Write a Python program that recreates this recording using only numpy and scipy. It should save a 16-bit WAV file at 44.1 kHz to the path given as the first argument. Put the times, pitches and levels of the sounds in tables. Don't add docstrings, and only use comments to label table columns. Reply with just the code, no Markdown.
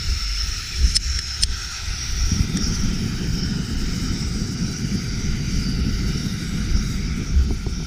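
import sys
import numpy as np
from scipy import signal
from scipy.fft import rfft, irfft, next_fast_len
from scipy.io import wavfile
from scipy.ndimage import uniform_filter1d, map_coordinates

SR = 44100
rng = np.random.default_rng(int(sys.argv[2]) if len(sys.argv) > 2 else 0)


def int16_out(signal):
    q = np.round(np.clip(np.atleast_2d(signal).T, -1, 1) * 32767)
    wavfile.write(sys.argv[1], SR, q.astype(np.int16))


def volts_from_db(level):
    exponent = np.asarray(level, float) / 20
    return 10 ** exponent


N = 346626

# (time [s], closeness [dB], whistle level [dB], whistle pitch [Hz])
NOZZLE = [(0, -38, -27, 5410), (0.37, -37, -23.5, 5360), (0.6, -37, -32, 5640), (0.9, -37, -28, 5480),
          (1.05, -36.5, -24, 5470), (1.3, -37, -25.5, 5310), (1.85, -37, -34, 5570), (2.21, -37, -25, 5690),
          (2.5, -38.5, -38.5, 5500), (2.64, -39.5, -25.5, 5660), (3.0, -39.5, -42.5, 5500),
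          (3.3, -43, -32, 5400), (3.85, -40.5, -35, 5220), (4.5, -43, -34, 5600), (5.5, -41.5, -35.5, 5700),
          (6.5, -40.5, -58, 5030), (6.8, -42.5, -35, 5500), (7.86, -45.5, -48, 5700)]
# (frequency [Hz], level [dB])
BODY_NEAR = [(900, -76), (1150, -19), (1350, -1), (1650, -8), (1950, -4.5), (3100, -8.5), (3400, -8),
             (3900, -10), (5600, -4.5), (7200, -23.5), (9360, -53), (15800, -120)]
BODY_FAR = [(1100, -17.5), (1400, 2), (1780, -9), (2050, -3), (2350, -3.5), (2600, -9.5), (3100, -6.5),
            (3300, -12.5), (3700, -7.5), (4300, -11), (4750, -1.5), (6000, -4.5), (7200, -22),
            (15800, -120)]
FAR_DB = 3.5
# (from [s], to [s], extra path [ms], strength [0-1])
ECHO = [
    (-1, 1.5, .75, .45),
    (2.9, 4.25, 1.3, .35),
    (4.3, 7.05, 1.06, .33),
    (7.1, 9, .9, .2),
]
ECHO_FROM_HZ, POSE_FADE_S = 3000, 0.14
# (time [s], level [dB], half length [s])
GUSTS = [(.41, 3.5, 0.025), (1.2, 3.5, 0.081), (2.4, 0.5, 0.041), (2.75, 6, 0.012), (2.95, 5, 0.095),
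         (3.22, -4, 0.069), (3.6, -3.5, 0.17), (4.2, 1.5, 0.036), (5.4, -2, 0.087), (6.2, 3, .1),
         (6.66, -4, 0.046), (6.77, 5.5, 0.033), (7.05, -2.5, .06), (7.16, -3, 0.071), (7.28, 3.5, 0.023),
         (7.42, -2, 0.14), (7.62, -3.5, 0.055), (7.74, 3.5, 0.045)]
GUST_HZ, GUST_WIDTH_HZ = 5500, 610
# (time [s], centre [Hz], level [dB], half length [s])
SHADES = [(.08, 7235, 5, 0.087), (.29, 2110, 6, 0.18), (.745, 2350, 10, .03), (0.733, 4740, 4, .06),
          (.77, 5300, 2.5, 0.026), (.88, 5450, 4.5, 0.023), (1.61, 2200, -7, 0.13), (2.01, 6960, -10, 0.18),
          (2.19, 9990, -1, .1), (2.33, 5860, 6, 0.068), (2.55, 3580, 8, 0.083), (2.638, 4950, 7.5, .04),
          (2.75, 5600, -1.5, 0.032), (3.395, 5450, 4, .05), (3.65, 2300, -10, 0.17), (3.71, 3620, -3, .1),
          (3.78, 6460, -1, .08), (3.98, 6760, 3.5, .08), (4.2, 3530, 6, 0.091), (4.22, 5500, 3, 0.043),
          (4.93, 8400, -8, .12), (4.95, 4730, 3.5, 0.075), (5.13, 2860, -9, 0.14), (5.175, 5600, 3, .07),
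          (5.45, 5170, -4, .08), (5.67, 4830, 6, 0.075), (5.82, 6440, -8, .08), (5.86, 9100, -6, 0.15),
          (6.47, 8010, 10, 0.065), (6.5, 4660, -3.5, 0.26), (6.7, 1400, -2.5, 0.5), (6.1, 2500, 0, .15),
          (7.1, 2380, 6, 0.19), (2.9, 5500, -3, 0.067), (6.69, 8050, -6, 0.079), (6.95, 3800, 7, .12),
          (6.8, 2700, -3, .1), (5.5, 4350, 2, 0.98), (1.3, 9000, 2, .1), (1.55, 650, 3, .1),
          (7.05, 9260, -1, 0.11), (7.076, 5300, 6.5, .04), (7.24, 4740, -6, 0.11), (7.3, 5340, 2.5, 0.035),
          (7.798, 5700, 5, .06)]
SHADE_WIDTH = .07
# (frequency [Hz], level [dB])
TUBE = [(330, -33), (560, -7.5), (764, 2.5), (890, 2), (1050, -3.5), (1150, -20), (1500, 2.5), (2530, -120)]
HOLLOW_DB, HOLLOW_SINKS_DB_PER_S = -59.5, -1.2
TORCH_S, TORCH_RISE_S, TORCH_DB = 1.07, .95, 7.5
# (frequency [Hz], density [dB per Hz])
FIZZ_COLD = [(3820, -6), (6500, 3), (6740, -1), (7240, -7), (7760, -8), (8990, -13), (10100, -10.5),
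             (11000, -22), (12500, -18.5), (13600, -25), (14100, -21), (14700, -17), (15400, -19)]
FIZZ_LIT = [(3820, -77), (6500, -2.5), (7300, -11), (7870, -9.5), (9090, -13.5), (10000, -10.5),
            (10900, -19.5), (12300, -15), (13400, -25), (14700, -15.5), (15400, -19)]
FIZZ_DB, FIZZ_GROWS = -47, 0.92
# (time [s], level [dB], half length [s])
GLINTS = [
    (1.0, 4, 0.18),
    (2.36, 0, .15),
    (3.3, 2.5, .1),
    (4.005, 1, 0.25),
    (4.946, 6, 0.05),
    (5.595, 2.5, 0.09),
    (6.106, 1.5, 0.23),
    (6.9, 5, 0.084),
]
# (time [s], level [dB], half length [s])
SHEEN = [
    (.55, 8.5, 0.21),
    (1.0, -7, .15),
    (2.2, 2, .2),
    (3.35, 6, .1),
    (3.92, 6, .2),
    (5.1, -3, .4),
    (5.95, 3, .05),
    (6.65, -6, .08),
    (7.1, -2.5, .15),
]
SHEEN_HZ, SHEEN_WIDTH_HZ = 14700, 1200
CUP_S, CUP_HALF_S, CUP_HZ, CUP_WIDTH_HZ, CUP_DB = 4.07, 0.6, 7530, 1200, 6.5
# (frequency [Hz], density [dB per Hz])
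APART = [(5410, -43), (9200, -28), (10100, -25), (11000, -28), (11600, -17), (12300, -1), (13700, -14),
         (15400, 4.5)]

# (frequency [Hz], density [dB per Hz])
GRIP = [(11, -38), (18, -3.5), (58, -4.5), (76, -8), (124, -18.5), (165, -22.5), (205, -26.5), (315, -35),
        (353, -34), (391, -31.5), (560, -52.5), (730, -75), (1230, -120)]
GRIP_DB, GRIP_LOOSENS_S, GRIP_DROP_DB = -27, 2.66, -1
SKIN_HZ, SKIN_SWING = 110, 0.71
# (time [s], level [dB])
JOLTS = [(.13, 3.5), (.85, 7), (.95, 0.5), (1.0, 9), (1.1, -2), (1.3, -5), (1.44, 6.5), (1.8, -3.5),
         (1.92, 5), (2.17, 1), (2.25, 4), (2.41, 2.5), (2.56, 0), (2.87, 7), (3.35, 4.5), (3.74, 0),
         (4.09, 7.5), (4.27, 3.5), (4.42, 8.5), (4.62, 0.5), (4.79, 1), (5.17, -5), (5.32, 5), (5.56, 8),
         (5.67, -7), (5.98, 6), (6.5, 1), (6.74, 11.5), (7.1, -1), (7.38, 7), (7.71, 3), (7.86, -3)]
JOLT_RISE_S, JOLT_FALL_S = 0.051, 0.058
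# (time [s], length [s], pitch [Hz], level [dB], glide [Hz per s])
TREMOR = [
    (0.179, 0.35, 48.64, -25, -1.5),
    (0.944, 0.53, 66.5, -28, 1),
    (2.102, 0.34, 50.6, -26.5, 121.5),
    (4.795, 0.39, 49.1, -32, -6),
    (5.471, 0.34, 50.6, -25.5, -11),
    (5.846, 0.364, 49.3, -25, 0.5),
    (6.682, 0.22, 49.2, -27, -2),
    (7.453, 0.52, 48.8, -32, -1),
    (4.17, .22, 61.9, -28, 0),
]
STRAIN_RISE_S, STRAIN_SAG_DB_PER_S = 0.083, -11

# (time [s], peak [dB], thud [dB])
KNOCKS = [
    (0.087, -28.5, 6),
    (7.34, -29.5, 17),
    (7.5065, -14.5, -22),
    (7.664, -14.5, -15.5),
    (7.801, -22.5, -8),
    (7.824, -25, -8),
]
# (frequency [Hz], width [Hz], level [dB])
SHELL = [(276, 93, -3), (389, 38, 6), (720, 82, -4), (970, 170, -7)]
FINGER_S = 0.00078
# (time [s], level [dB], half width [s])
PUSHES = [
    (.99, -10.5, 0.0077),
    (7.5095, -26, 0.004),
    (7.673, -15.5, 0.0034),
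]

# (time [s], level [dB], pitch factor, upper modes [dB])
SLIPS = [(.944, -27, 1, -6), (.9482, -22, 1, -8), (.9535, -20, 1.0, 7), (.9575, -19, .99, -2),
         (.9605, -13, 1, -2), (.972, -22, 1, 0), (1.1885, -34, 1, -4), (1.412, -34, 1, 10),
         (1.416, -27, .98, -2), (1.4222, -24, 1, 8), (1.4268, -16.5, .97, -3), (1.4305, -23, .96, -4),
         (1.4335, -17, 1, -3), (1.441, -27, .97, -6), (2.5685, -30, 1.07, -6)]
TICK_DB = -3
# (frequency [Hz], level [dB], t60 [s])
LIGHTER = [(1800, -9, .0045), (4300, -6, .016), (4650, -12, .012), (5267, 3, .02), (5950, -7, .015),
           (7300, -12, .018), (8380, -14, .025), (9000, -12, .03), (10100, -19, .015)]
UPPER_HZ = 6500
# (time [s], crack [dB], thump [dB], pitch factor, barrel [dB])
SNAPS = [
    (0.9657, -5.5, -43, 0.995, -22),
    (1.1902, -15, -42, 1.04, -18),
    (1.435, -6.5, -4, 1.02, -30),
    (2.5719, -17, -30, 1.07, -18),
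]
# (top [Hz], lift of the low part [dB], ring [dB], ring length factor)
SNAP_COLOUR = [
    (15000, -14, -1, 1),
    (8600, 17, -.5, .55),
    (15500, 12, -1, .85),
    (8800, 18, -2.5, .6),
]
LOW_PART_HZ = 1500
REBOUND_S, REBOUND_DB = .0014, -6
BARREL_HZ, BARREL_T60_S = 1780, .011
# (frequency [Hz], density [dB per Hz])
CRACK = [(350, -60), (600, -36), (1300, -24), (1700, -2), (3600, 6.5), (4600, 8), (6800, 9), (9400, 7),
         (11000, -6), (15300, -19)]
# (time [s], pitch [Hz], level [dB], t60 [s])
SPRING = [
    (1.44, 8335, -48, 0.57),
    (1.44, 8400, -48, 0.6),
]

# (time [s], level [dB], half width [s])
POPS = [
    (2.32, -4.5, 0.002),
    (2.3313, -6, 0.0038),
    (2.396, -6, 0.0021),
    (2.408, 1.5, 0.0039),
]
# (frequency [Hz], density [dB per Hz])
ROAR = [(41, -36), (70, -5.5), (139, 0), (195, 0), (233, -4), (318, -14.5), (399, -16.5), (439, -23),
        (510, -26), (560, -41), (640, -32.5), (760, -34), (1230, -120)]
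FLAME_DB, RETREAT_S, RETREAT_DB_PER_S = -28, 6.54, -5
CATCH_S, SPREAD_S, SPREAD_DB = 2.305, .2, -0.5
LICK_S, LICK_HALF_S, LICK_DB = 2.155, 0.098, -14.5
# (time [s], level [dB])
FLARES = [(2.6, 7), (2.73, 7), (2.76, -8), (2.88, 2), (3.07, 6.5), (3.25, 5), (3.69, -1), (4.65, 3.5),
          (4.78, -3), (4.95, 3.5), (5.1, -0.5), (5.32, 0), (5.58, 4.5), (5.89, 2), (6.07, 2), (7.22, 7),
          (7.52, 5), (7.61, -4)]
FLARE_RISE_S, FLARE_FALL_S = 0.045, 0.014

# (time [s], length [s], pitch [Hz], level [dB])
BIRD = [
    (3.93, .2, 2960, -47),
    (4.42, .14, 3950, -51),
    (4.65, .1, 3975, -45),
]


def unit(x):
    return x / np.sqrt(np.mean(x ** 2) + 1e-20)


def along(points, hz):
    f, v = np.transpose(points)
    return np.interp(np.log(hz + 1), np.log(f + 1), v, -120, -120)


def curves(rows, t):
    s, *columns = np.transpose(rows)
    return [np.interp(t, s, column) for column in columns]


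def wobble(rate):
    at = np.arange(0, N + 16, 16)
    knots = rng.standard_normal(int(N * rate / SR) + 4)
    return np.interp(np.arange(N), at, map_coordinates(knots, [at * rate / SR]))


def swells(rows, rise_s, fall_s):
    t = np.arange(0, N / SR + 1, .001)
    total = sum(db * np.exp(-((t - s) / np.where(t < s, rise_s, fall_s)) ** 2) for s, db in rows)
    return np.interp(np.arange(N) / SR, t, total)


def bumps(rows, t):
    at = np.arange(0, N / SR + 1, .002)
    return np.interp(t, at, sum(db * np.exp(-((at - s) / half) ** 2) for s, db, half in rows))


def bell(hz, centre, width):
    return np.exp(-((hz - centre) / width) ** 2)


def pressure_dips(rows, offset_db=0):
    t, out = np.arange(N) / SR, np.zeros(N)
    for s, db, half in rows:
        u2 = ((t - s) / half) ** 2
        out += volts_from_db(db + offset_db) * (2 * u2 - 1) * np.exp(-u2)
    return out


def add_at(out, start, sound):
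    out[start:][:len(sound)] += sound


def filtered(x, response):
    m = next_fast_len(N + 8192)
    return irfft(rfft(x, m) * response(np.fft.rfftfreq(m, 1 / SR)), m)[..., :N]


def rush(shape_db, patchy_db, drift_db, size=1024):
    hz, t, z = signal.stft(rng.standard_normal(N), SR, nperseg=size)

    def blur(bins, frames):
        field = uniform_filter1d(rng.standard_normal(z.shape), size=bins, axis=0)
        return unit(uniform_filter1d(field, size=frames, axis=1))

    field_db = patchy_db * blur(12, 6) + drift_db * blur(5, 60)
    return unit(signal.istft(z * volts_from_db(shape_db(hz[:, None], t) + field_db), nperseg=size)[1][:N])


def shades(hz, t):
    s, centre, db, half = np.transpose(SHADES)
    over_time = db[:, None] * np.exp(-((t - s[:, None]) / half[:, None]) ** 2)
    return np.exp(-((hz / centre - 1) / SHADE_WIDTH) ** 2) @ over_time


def lit(t):
    return np.clip((t - 2.1) / 0.26, 0, 1)


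def bounce_db(hz, t):
    paths = 0
    for start, end, ms, strength in ECHO:
        held = np.clip(np.minimum(t - start, end - t) / POSE_FADE_S, 0, 1)
        paths = paths + strength * held * np.exp(-2j * np.pi * hz * ms / 1000)
    bounce = paths / (1 + (ECHO_FROM_HZ / (hz + 1)) ** 4)
    return 20 * np.log10(np.abs(1 + bounce) + 1e-2)


def jet_body(closeness_db, flutter):
    def colour(hz, t):
        far = np.clip((NOZZLE[0][1] - curves(NOZZLE, t)[0]) / FAR_DB, 0, 1)
        distance_db = along(BODY_NEAR, hz) * (1 - far) + along(BODY_FAR, hz) * far
        gust_db = bumps(GUSTS, t) * bell(hz, GUST_HZ, GUST_WIDTH_HZ)
        return shades(hz, t) + distance_db + bounce_db(hz, t) + gust_db

    return volts_from_db(closeness_db + 5.0 + 0.31 * flutter) * rush(colour, patchy_db=1.24, drift_db=1.9)


def hollow_note():
    since = np.arange(N) / SR - TORCH_S
    level_db = HOLLOW_DB + TORCH_DB * np.clip(since / TORCH_RISE_S, 0, 1)
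    level_db += HOLLOW_SINKS_DB_PER_S * np.clip(since - TORCH_RISE_S, 0, None)
    return volts_from_db(level_db + 1.5) * rush(lambda hz, t: along(TUBE, hz), patchy_db=1.5, drift_db=0.2)


def whistle(whistle_db, flutter):
    def band(hz, t):
        off_centre = (hz - curves(NOZZLE, t)[2]) / (330 + 400 * lit(t))
        return shades(hz, t) - 14.3 * np.log1p(off_centre ** 2)

    level_db = whistle_db - 4.5 + bumps(GUSTS, np.arange(N) / SR) + 1.2 * flutter
    return volts_from_db(level_db) * rush(band, patchy_db=2.6, drift_db=1.3)


def gas_fizz(closeness_db):
    now = np.arange(N) / SR
    level_db = FIZZ_DB + FIZZ_GROWS * (closeness_db - NOZZLE[0][1]) + bumps(GLINTS, now)
    level_db += (1.18 + 0.58 * lit(now)) * (0.46 * wobble(24) + 0.97 * wobble(50))

    def shape(hz, t):
        gas_db = along(FIZZ_COLD, hz) * (1 - lit(t)) + along(FIZZ_LIT, hz) * lit(t)
        cup_db = CUP_DB * np.exp(-((t - CUP_S) / CUP_HALF_S) ** 4) * bell(hz, CUP_HZ, CUP_WIDTH_HZ)
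        sheen_db = bumps(SHEEN, t) * bell(hz, SHEEN_HZ, SHEEN_WIDTH_HZ)
        return gas_db + cup_db + sheen_db + shades(hz, t)

    return volts_from_db(level_db + 4.0) * rush(shape, patchy_db=2.0, drift_db=2.5), level_db


def jet():
    closeness_db, whistle_db, _ = curves(NOZZLE, np.arange(N) / SR)
    flutter = wobble(12)
    fizz, fizz_db = gas_fizz(closeness_db)
    gas = jet_body(closeness_db, flutter) + hollow_note() + whistle(whistle_db, flutter) + fizz
    return gas, fizz, fizz_db


def hands():
    t = np.arange(N) / SR
    rumble = unit(filtered(rng.standard_normal(N), lambda hz: volts_from_db(along(GRIP, hz))))
    skin = filtered(rumble, lambda hz: 1 / (1 + (SKIN_HZ / (hz + 1)) ** 4))
    grip_db = GRIP_DB + GRIP_DROP_DB * np.clip((t - GRIP_LOOSENS_S) / .2, 0, 1)
    swing_db = 1.07 * wobble(16) + 3.67 * wobble(6) + swells(JOLTS, JOLT_RISE_S, JOLT_FALL_S)
    moving = volts_from_db(swing_db) * (rumble - skin) + volts_from_db(SKIN_SWING * swing_db + 1.0) * skin
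    out = volts_from_db(grip_db - 1.5) * moving
    for s, length, hz, db, glide in TREMOR:
        u = np.clip(t - s, 0, length)
        fade = np.clip(np.minimum(u / STRAIN_RISE_S, (length - u) / 0.022), 0, 1)
        level = volts_from_db(db + 4.0 + STRAIN_SAG_DB_PER_S * u + 0.66 * wobble(6.8))
        out += fade * level * np.sin(2 * np.pi * (hz * u + glide * u ** 2 / 2))
    return out


def shell(f):
    modes = 0
    for k, (centre, width, db) in enumerate(SHELL):
        push = 1j * f * width
        modes = modes + (-1) ** k * volts_from_db(db) * push / (centre * centre - f * f + push)
    return modes / (1 + 2j * f * FINGER_S) ** 2


def knocks():
    blows, thuds, t = np.zeros(N), np.zeros(N + SR), np.arange(SR // 8) / SR
    thud = t / 0.026 * np.exp(1 - t / 0.024) * np.sin(2 * np.pi * 68 * t)
    for s, db, thud_db in KNOCKS:
        blows[round(s * SR)] = volts_from_db(db + 34.5)
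        add_at(thuds, round(s * SR), volts_from_db(db + thud_db + 3.5) * thud)
    return thuds[:N] + pressure_dips(PUSHES) + filtered(blows, shell)


def lighter_ring(t, pitch, soft_s, spread_db, upper_db=0, lasts=1):
    out = np.zeros(len(t))
    for hz, db, t60 in LIGHTER:
        level_db = db + upper_db * (hz > UPPER_HZ) + spread_db * rng.standard_normal()
        out += volts_from_db(level_db - 60 * t / (t60 * lasts)) * np.sin(2 * np.pi * (hz * pitch * t + rng.random()))
    return np.clip(t / soft_s, 0, 1) * out


def crack(db, top_hz, lift_db, noise):
    t, blow = np.arange(len(noise)) / SR, np.zeros(8192)
    add_at(blow, 512, volts_from_db(db - 6 - 60 * t / .012) * noise * np.clip(t / .0004, 0, 1))
    blow[524] += volts_from_db(db + 7)
    hz = np.fft.rfftfreq(len(blow), 1 / SR)
    colour_db = along(CRACK, hz) + lift_db / (1 + (hz / LOW_PART_HZ) ** 4)
    return irfft(rfft(blow) * volts_from_db(colour_db) / (1 + (hz / top_hz) ** 8))


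def lighter():
    out, t = np.zeros(N + SR), np.arange(SR // 10) / SR
    for s, db, pitch, upper_db in SLIPS:
        i = round(s * SR)
        add_at(out, i, volts_from_db(db + 6.5) * lighter_ring(t, pitch, .0022, 2, upper_db))
        add_at(out, i - 512, crack(db + TICK_DB, 15000, -10, 0 * t))

    barrel = np.sin(2 * np.pi * BARREL_HZ * t) * np.clip(t / .001, 0, 1)
    thump = np.sin(2 * np.pi * 72 * t) * np.clip(t / 0.0112, 0, 1)
    for snap, colour in zip(SNAPS, SNAP_COLOUR):
        s, db, thump_db, pitch, barrel_db = snap
        top_hz, lift_db, ring_db, lasts = colour
        i = round(s * SR)
        level_db = db + ring_db
        add_at(out, i, volts_from_db(level_db) * lighter_ring(t, pitch, .0013, 1.5, lasts=lasts))
        rebound = volts_from_db(level_db + REBOUND_DB) * lighter_ring(t, pitch, .0008, 1.5, lasts=lasts)
        add_at(out, i + round(REBOUND_S * SR), rebound)
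        add_at(out, i - 512, crack(db, top_hz, lift_db, rng.choice([-1, 1], len(t))))
        add_at(out, i, volts_from_db(barrel_db - 60 * t / BARREL_T60_S) * barrel)
        add_at(out, i, volts_from_db(thump_db - 60 * t / 0.088) * thump)

    long = np.arange(SR // 2) / SR
    for s, hz, db, t60 in SPRING:
        add_at(out, round(s * SR), volts_from_db(db - 60 * long / t60) * np.sin(2 * np.pi * hz * long))
    return out[:N]


def flame():
    t = np.arange(N) / SR
    lick = volts_from_db(LICK_DB) * np.exp(-((t - LICK_S) / LICK_HALF_S) ** 2)
    burning = np.clip((t - CATCH_S) / 0.017, 0, 1) + lick
    roar_db = FLAME_DB + SPREAD_DB * np.clip(1 - (t - CATCH_S) / SPREAD_S, 0, 1)
    roar_db += RETREAT_DB_PER_S * np.clip(t - RETREAT_S, 0, None)
    roar_db += swells(FLARES, FLARE_RISE_S, FLARE_FALL_S)
    roar = filtered(rng.standard_normal(N), lambda hz: volts_from_db(along(ROAR, hz)))
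    flicker = volts_from_db(0.11 * wobble(14) + 1.67 * wobble(45))
    return pressure_dips(POPS, -8.0) + burning * volts_from_db(roar_db + 2.0) * unit(roar * flicker)


def bird():
    t, out = np.arange(N) / SR, np.zeros(N)
    for s, length, hz, db in BIRD:
        fade = np.clip(np.minimum(t - s, s + length - t) / 0.0069, 0, 1)
        out += volts_from_db(db) * fade * np.sin(2 * np.pi * hz * t)
    return out


def scene():
    gas, fizz, fizz_db = jet()
    snaps = lighter()
    mid = gas + hands() + knocks() + snaps + flame() + bird()
    own_db = fizz_db - 13.0 + .7 * bumps(SHEEN, np.arange(N) / SR)
    own = volts_from_db(own_db) * rush(lambda hz, t: along(APART, hz), patchy_db=5.0, drift_db=.8)
    side = own - 0.17 * filtered(fizz, lambda hz: hz > 11300)
    side += volts_from_db(-26) * filtered(snaps, lambda hz: hz / (hz + 1500))
    return np.array([mid + side, mid - side])


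def low_pass(x):
    return signal.sosfilt(signal.butter(12, 16620, fs=SR, output="sos"), x)


def record(dry):
    t, duck_db = np.arange(N) / SR, np.zeros(N)
    for s, db, *_ in SNAPS:
        after = np.clip(t - s - .005, 0, None)
        duck_db -= max(db + 20.5, 0) * np.clip(after / 0.017, 0, 1) * np.exp(-after / 0.037)
    ducked = dry * volts_from_db(duck_db)
    rounded = ducked / (1 + np.abs(ducked / .97) ** 8) ** (1 / 8)

    def housing(hz):
        return (hz < 15330) * (1 - 0.7 * bell(hz, 575, 35))

    return low_pass(filtered(rounded, housing))


dry = scene()
out = record(dry)
int16_out(out)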